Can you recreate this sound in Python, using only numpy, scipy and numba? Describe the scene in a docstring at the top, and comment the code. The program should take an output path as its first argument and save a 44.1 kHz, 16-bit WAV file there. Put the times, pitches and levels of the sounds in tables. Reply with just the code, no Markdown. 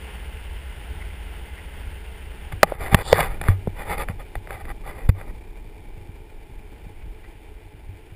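"""On an asphalt road, a longboard rolls fast, heard from a cased camera on a hand-held pole.
The wheels roar over the stones and chirp as they scuff; wind buffets the case. The rider swings the
pole round to point at the board: hands rub along it, shove it and knock it hard enough to overload
the microphone. The ride goes on, duller, with road bumps coming up through the arm, and wheels and
wind fade as the board slows a little."""
import sys
import numpy as np
from scipy import signal
from scipy.fft import rfft, irfft
from scipy.io import wavfile
from numba import njit

SR = 44100
rng = np.random.default_rng(int(sys.argv[2]) if len(sys.argv) > 2 else 0)


def dump(signal):
    """Clip the signal to [-1, 1] and save it as 16-bit WAV at the path in sys.argv[1]."""
    limited = np.clip(np.atleast_2d(signal).T, -1, 1)
    pcm = np.round(limited * 32767).astype(np.int16)
    wavfile.write(sys.argv[1], SR, pcm)


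N = 359415
TIME = np.arange(N) / SR
BIN_HZ = np.arange(N // 2 + 1) * SR / N

# Broad tone of rubbing carried by the pole. Each row: frequency in Hz, level in dB.
RUB_TONE = [(60, -15.5), (160, 7.5), (260, -9.5), (450, 3.5), (1500, -5.5), (2400, -5), (2800, -20.5),
            (4900, -24), (5500, -33), (6600, -36.5), (7200, -35), (10500, -16), (14500, -23),
            (15300, -33.5)]
# Resonances and dips of the pole. Each row: centre in Hz, width in Hz, gain in dB.
POLE_RESONANCES = [(450, 170, -1.5), (802, 95, 7.5), (1085, 87, -2.5), (1200, 150, 5), (1980, 320, 6),
                   (2460, 130, 3), (2936, 220, 8.5), (3170, 212, -4), (3496, 370, 10.5), (4670, 470, 5),
                   (7270, 420, 15), (8450, 300, 11), (9900, 630, 7.5), (12060, 670, -12),
                   (13400, 3300, 3.5), (14250, 700, 4.5)]


def undb(db):
    """Decibels to gain."""
    return 10 ** (np.asarray(db) / 20)


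def unit(x):
    """Scale to rms 1."""
    return x / np.sqrt(np.mean(x ** 2))


def curve(rows):
    """Join (seconds, value) rows by straight lines."""
    return np.interp(TIME, *np.transpose(rows))


def fader(rows):
    """Gain envelope through (seconds, dB) rows, silent before and after them."""
    times, db = np.transpose(rows)
    return np.interp(TIME, times, undb(db), left=0, right=0)


def swell(peak, rise, fall):
    """Smooth rise to 1 and fall back, times in seconds."""
    return np.exp(-np.minimum(((TIME - peak) / np.where(TIME < peak, rise, fall)) ** 2, 20))


def wander(hz):
    """Random drift of rms 1, moving at rates up to about `hz`."""
    return unit(irfft(rfft(rng.standard_normal(N)) * np.exp(-(BIN_HZ / hz) ** 2), N))


def butter(order, hz, kind="lowpass"):
    """Butterworth filter sections."""
    return signal.butter(order, hz, kind, fs=SR, output="sos")


def colour(x, tone, resonances=()):
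    """Causal EQ: a broad (Hz, dB) tone curve plus (Hz, width, dB) resonances."""
    hz, db = np.transpose(tone)
    db = np.interp(np.log(BIN_HZ + 1), np.log(hz), db)
    beyond_ends = np.maximum(BIN_HZ / hz[-1], 1) * np.maximum(hz[0] / (BIN_HZ + 1), 1)
    db = db - 40 * np.log10(beyond_ends)  # 12 dB per octave
    for centre, width, lift in resonances:
        db = db + lift / (1 + (2 * (BIN_HZ - centre) / width) ** 4)
    # minimum phase, so nothing rings ahead of a hit
    cepstrum = irfft(np.log(undb(db)), N)
    cepstrum[1:N // 2] *= 2
    cepstrum[N // 2:] = 0
    return irfft(rfft(x, N) * np.exp(rfft(cepstrum)), N)


def grains(per_s, spread_db):
    """Tiny impacts of unequal size at random moments."""
    hit = rng.random(N) < per_s / SR
    return unit(hit * rng.standard_normal(N) * undb(spread_db * np.minimum(rng.exponential(size=N), 4)))


def add(track, start, sound):
    """Mix a short sound in at a time in seconds."""
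    i = int(start * SR)
    track[i:i + len(sound)] += sound[:N - i]


def ring(t, hz, t60):
    """One struck mode, dying by 60 dB in t60 seconds."""
    return np.sin(2 * np.pi * hz * t) * np.exp(-np.log(1000) * t / t60)


def rasp(hz, width_hz):
    """Rough stick-slip tone: a pitch whose amplitude and phase wander."""
    phase = 2 * np.pi * np.cumsum(hz) / SR
    return unit(wander(width_hz) * np.cos(phase) + wander(width_hz) * np.sin(phase))


def crossfade(held_out, pointing_down, down):
    """Equal-power blend between the two pole positions."""
    return np.sqrt(1 - down) * held_out + np.sqrt(down) * pointing_down


def wheels(down, fade_db_per_s=0.98):
    """Wheels strike the stones of the asphalt; patches of road make the roar swell and flutter."""
    # Tone of the roar, pole held out and pointing down. Each row: frequency in Hz, level in dB.
    out_tone = [(100, 6), (180, 8), (240, -2.5), (420, 2), (600, -1.5), (950, -0.5), (1180, -7.5),
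                (1450, -0.5), (2400, -2), (2950, -0.5), (4000, -17.5), (8000, -22), (9400, -14),
                (11500, -24.5), (15000, -21)]
    down_tone = [(100, 5.5), (210, -11.5), (330, 4), (460, -1), (530, -7.5), (900, -5.5), (1200, -19),
                 (1800, -14.5), (2400, -17.5), (3500, -21), (4100, -26.5), (9600, -30.5), (11000, -29.5),
                 (15000, -32.5)]
    # Air resonances of the case, and ringing that stands out with the camera aimed at the wheels.
    # Each row: centre in Hz, width in Hz, boost in dB.
    case_air = [(430.4, 38, 6), (845, 76, 4.5), (2068, 100, 5), (3590, 240, 3), (4600, 200, 2.5),
                (6060, 660, 2), (8840, 790, 4), (9690, 800, 4), (14500, 1030, 7)]
    wheel_ring = [(2350, 270, 11), (10060, 370, 5.5), (14350, 820, -0.5)]
    grit = grains(per_s=14000, spread_db=-2.5) * undb(0.5 * wander(1.4) + 0.58 * wander(45))
    held_out = unit(colour(grit, out_tone, case_air))
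    coarse_grit = grains(per_s=6300, spread_db=2.4)
    pointing_down = unit(colour(coarse_grit, down_tone, case_air + wheel_ring))
    pointing_down *= undb(0.26 * wander(3.0) + 1.1 * wander(39.4))
    dip_db = -27 * swell(peak=2.765, rise=0.017, fall=0.017)  # the roar drops out for an instant
    return crossfade(held_out, pointing_down, down) * undb(-43 - fade_db_per_s * TIME + dip_db)


def wind(down, fade_db_per_s=1.44):
    """Eddies shed by the case thud on the microphone, slower once it points down."""
    # Tone of the buffeting, pole held out and pointing down. Each row: frequency in Hz, level in dB.
    out_tone = [(10, -9), (22, -56.5), (40, -3.5), (66, -1), (82, -7.5), (105, -28.5), (250, -35.5)]
    down_tone = [(10, -6), (22, 3), (34, 2), (48, -1), (70, -8), (120, -20.5), (250, -22.5)]
    # The strongest gusts. Each row: peak time in seconds, half length in seconds, boost in dB.
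    gusts = [(0.907, 0.053, 6), (3.377, 0.11, 7), (4.037, 0.12, 8.5), (4.677, 0.037, 9.5),
             (5.296, 0.039, 7), (7.05, 0.09, 6.5)]
    held_out = unit(colour(rng.standard_normal(N), out_tone)) * undb(-3.5)
    pointing_down = unit(colour(rng.standard_normal(N), down_tone))
    gust_db = 1.5 * wander(3.3) + sum(db * swell(peak, half, half) for peak, half, db in gusts)
    return crossfade(held_out, pointing_down, down) * undb(-30.5 - fade_db_per_s * TIME + gust_db)


def knocks(padding_hz=1900, lead_cycles=1.272, lead_s=0.001018):
    """Each knock rings the mount briefly and sends a tick up the pole; the padded hand dulls the blow."""
    # Blows on the pole. Each row: start in seconds, relative body level in dB, body pitch in Hz,
    # relative tick level in dB.
    blows = [(2.524, -47, 468, -26.5), (2.631, 18.5, 630, 5), (2.721, -12.5, 554, -37),
             (2.93, -20, 686, -39), (2.9452, 9.5, 420, 2), (3.1284, 15, 488, -7), (3.191, -5.5, 580, -24.5),
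             (3.414, -28, 630, -20), (3.439, -20, 490, -29), (3.4848, -8, 426, -19.5),
             (3.673, -14, 398, -39), (3.981, -30, 600, -23), (4.0863, -16, 630, -29),
             (4.354, -26, 840, -26), (4.473, -25, 600, -37), (4.507, -17.5, 580, -29),
             (4.653, -28, 590, -35), (5.213, -26, 600, -38)]
    # Modes of the camera mount. Each row: ratio to the body pitch, gain in dB, t60 in seconds.
    mount_modes = [(0.292, -23.5, .04), (0.738, -2.5, 0.01), (1.003, 7.5, 0.012), (1.2, -15.5, 0.0075),
                   (2.6, -13.5, 0.012)]
    t = TIME[:SR // 8]
    bodies, ticks = np.zeros(N), np.zeros(N)
    for start, body_db, hz, tick_db in blows:
        sharpness = np.clip(undb(tick_db - body_db + 15.5), 0, 1) ** 2
        # short bending waves run ahead in the pole, so a sharp blow starts high and drops to its pitch
        early = t + sharpness * lead_cycles / hz * np.minimum(t / lead_s, 1)
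        body = sum(undb(db) * ring(early, hz * ratio, t60) for ratio, db, t60 in mount_modes)
        attack_s = 0.00065 + 0.001 * (1 - sharpness)
        add(bodies, start, undb(body_db) * body * (1 - np.exp(-t / attack_s)))
        chatter = rng.standard_normal(len(t)) * np.exp(-t / 0.0027)
        add(ticks, start, undb(tick_db) * chatter / np.linalg.norm(chatter))
    bodies = signal.sosfilt(butter(2, padding_hz), bodies)
    return undb(4.5) * bodies + undb(29) * colour(ticks, RUB_TONE, POLE_RESONANCES)


def hands(firm_db=-28.5, rumble_hz=65.5):
    """Glove and palm stick and slip along the pole; their force drives body, scrape, swish and rumble."""
    # Hand strokes. Each row: peak time, rise and fall in seconds, force in dB.
    strokes = [(2.528, 0.011, 0.0055, -36), (2.69, 0.045, 0.089, -39), (2.828, 0.029, 0.072, -30),
               (2.927, .013, 0.022, -23), (3.002, 0.041, 0.023, -24.5), (3.11, 0.053, .04, -34),
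               (3.184, 0.066, 0.037, -18), (3.207, 0.0097, 0.0068, -14), (3.244, 0.029, 0.027, -24),
               (3.32, 0.11, 0.054, -38.5), (3.49, 0.049, 0.04, -29), (3.81, 0.041, 0.033, -35),
               (3.928, 0.047, .024, -25.5), (4.018, 0.033, 0.016, -25), (4.109, .028, 0.016, -42),
               (4.2, 0.0064, .022, -40), (4.525, .028, 0.046, -35.5), (4.615, .02, 0.0092, -42),
               (4.711, 0.05, .011, -38), (4.89, 0.036, 0.032, -35.5), (4.989, 0.04, 0.064, -41.5),
               (5.093, 0.003, 0.0065, -19.5), (5.19, 0.033, 0.06, -44), (5.305, 0.04, 0.0065, -46.5)]
    # The glove's bright skim before it takes hold. Each row: time in seconds, level in dB.
    skim_levels = [(3.0, -66), (3.05, -44), (3.09, -34.5), (3.125, -32), (3.17, -53.5), (3.25, -70)]
    force = np.sqrt(sum((undb(db) * swell(peak, rise, fall)) ** 2 for peak, rise, fall, db in strokes))
    firmness = force / undb(firm_db)
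    slips = grains(per_s=4500, spread_db=2.0) * undb(1.26 * wander(90))
    # the echo from the pole's end shifts as the hand travels
    echo_s = 0.0022 * np.exp(0.1315 * wander(4.28))
    echo = 0.29 * np.interp(TIME - echo_s, TIME, slips)
    rub = unit(colour(slips + echo, RUB_TONE, POLE_RESONANCES))
    lows = signal.sosfiltfilt(butter(2, 1300), rub)
    lows_and_mids = signal.sosfiltfilt(butter(2, 2900), rub)
    body = lows * force / firmness ** 0.154  # a light stroke has relatively more body than a firm one
    scrape = (lows_and_mids - lows) * force
    swish = (rub - lows_and_mids) * force * undb(-2)
    skim = unit(signal.sosfilt(butter(3, (3000, 8944), "bandpass"), rub)) * fader(skim_levels)
    rumble = unit(signal.sosfilt(butter(4, rumble_hz), rng.standard_normal(N)))
    rumble *= undb(-32) * np.sqrt(np.minimum(firmness, 1))
    return body + scrape + swish + skim + rumble


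def hard_slide():
    """One hard slide of the hand sticks and slips in a falling rasp."""
    # Path of the rasp. Each row: time in seconds, pitch in Hz, level in dB.
    glide = [(3.13, 2012, -60), (3.16, 1750, -26), (3.185, 1431, -24), (3.208, 1234, -27),
             (3.235, 1060, -53), (3.27, 900, -62)]
    pitch = curve([(s, hz) for s, hz, _ in glide])
    return rasp(pitch, width_hz=68) * fader([(s, db) for s, _, db in glide])


def jolts(down, bend_hz=94.8, bend_t60_s=0.25, bumps_per_s=4.9, bump_s=0.0097):
    """Each jolt pushes the case out and back and sets the pole bending; the road keeps it trembling."""
    # Low thumps in the pole: hand shoves, then road bumps coming up through the arm. Each row: start
    # in seconds, thump level in dB, thump length in seconds, level of the bending ring in dB.
    low_thumps = [(2.534, -30, 0.0088, -26), (2.817, -19, 0.022, -27), (2.927, -16.5, 0.0062, -17),
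                  (2.944, 2.5, 0.0073, -14), (3.128, -16, 0.01, -15), (3.488, -12, 0.026, -4),
                  (3.676, -14.5, 0.0062, -28), (4.098, -21.5, 0.0075, -26), (4.361, -21.5, 0.022, -27.5),
                  (5.044, -18.5, 0.035, -49), (5.0912, -3, .012, -10.5), (6.091, -32, 0.0075, -34.5),
                  (6.866, -33, 0.0062, -40), (7.891, -46.5, 0.027, -29.5)]
    t = TIME[:SR // 2]
    bend = ring(t, bend_hz, bend_t60_s)
    tremble = unit(signal.fftconvolve(rng.standard_normal(N), bend)[:N])
    # small road bumps arrive at random once the pole points down
    gaps, softness = rng.random(size=(40, 2)).T
    starts = np.cumsum(2 * gaps / bumps_per_s)
    small_bumps = [(start, db, bump_s, db + 1) for start, db in zip(starts, -38 - 10 * softness)
                   if start < TIME[-1] and down[int(start * SR)] > 0.5]
    thumps = np.zeros(N)
    for start, thump_db, length, ring_db in low_thumps + small_bumps:
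        travel = 1.3 * np.pi * (t / length - 0.5)
        out_and_back = -travel * np.exp((1 - travel ** 2) / 2)
        attack = np.minimum(4 * t / length, 1)
        add(thumps, start, undb(thump_db) * out_and_back * attack + undb(ring_db) * bend)
    return thumps + undb(-58.5) * tremble


def scuffs():
    """A wheel chirps briefly, over a broad scrape, as it loses grip."""
    # Sideways slips. Each row: peak time and half length in seconds, pitch in Hz, relative level in dB.
    skids = [(1.02, 0.012, 2064, -45.5), (1.11, 0.013, 2150, -51), (1.585, 0.017, 1990, -46.5),
             (7.025, .018, 2290, -56.5), (7.25, 0.014, 1900, -55)]
    pitch = curve([(peak, hz) for peak, _, hz, _ in skids])
    level = sum(undb(db) * np.exp(-((TIME - peak) / half) ** 2) for peak, half, _, db in skids)
    grit = grains(per_s=4600, spread_db=11.0)
    scrape = unit(signal.sosfilt(butter(2, (600, 2300), "bandpass"), grit))
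    chirp = rasp(pitch, width_hz=220)
    return level * (undb(1) * chirp + undb(-2) * scrape)


def scene():
    """Road, wind and handling noise meet at the one microphone."""
    # Swing of the pole. Each row: time in seconds, position from 0 (held out) to 1 (pointing down).
    swing = [(0, 0), (2.35, 0.15), (2.9, 0.78), (4.1, 0.87), (5.2, 0.99), (8.15, 0.82)]
    down = np.clip(curve(swing), 0, 1)
    mix = wheels(down) + scuffs() + wind(down) + hands() + hard_slide() + knocks() + jolts(down)
    return mix[None]


@njit
def follow(x, attack, release):
    """Level follower with separate rise and fall."""
    out, level = np.empty(len(x)), 0.
    for i in range(len(x)):
        level += (x[i] - level) * (attack if x[i] > level else release)
        out[i] = level
    return out


def record(dry, attack_s=0.0066, release_s=0.12, threshold_db=-11, image_db=-38, top_hz=15200):
    """Hard knocks clip, gain control ducks briefly after them, and the top is cut."""
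    level = follow(np.minimum(np.abs(dry[0]), 1), 1 / (attack_s * SR), 1 / (release_s * SR))
    gain = np.minimum(1, undb(threshold_db) / (level + 1e-9))
    clipped = np.clip(dry * gain, -1, 1)
    # a filter after the clipping cuts a narrow band at 6 kHz
    notched = signal.lfilter(*signal.iirnotch(6000, Q=5.5, fs=SR), clipped)
    # the converter mirrors a faint image of the lows into the treble
    mirrored = notched * (1 + undb(image_db) * np.cos(2 * np.pi * 12000 * TIME))
    return signal.sosfilt(signal.ellip(10, 0.2, 70, top_hz, fs=SR, output="sos"), mirrored)


dry = scene()
out = record(dry)
dump(out)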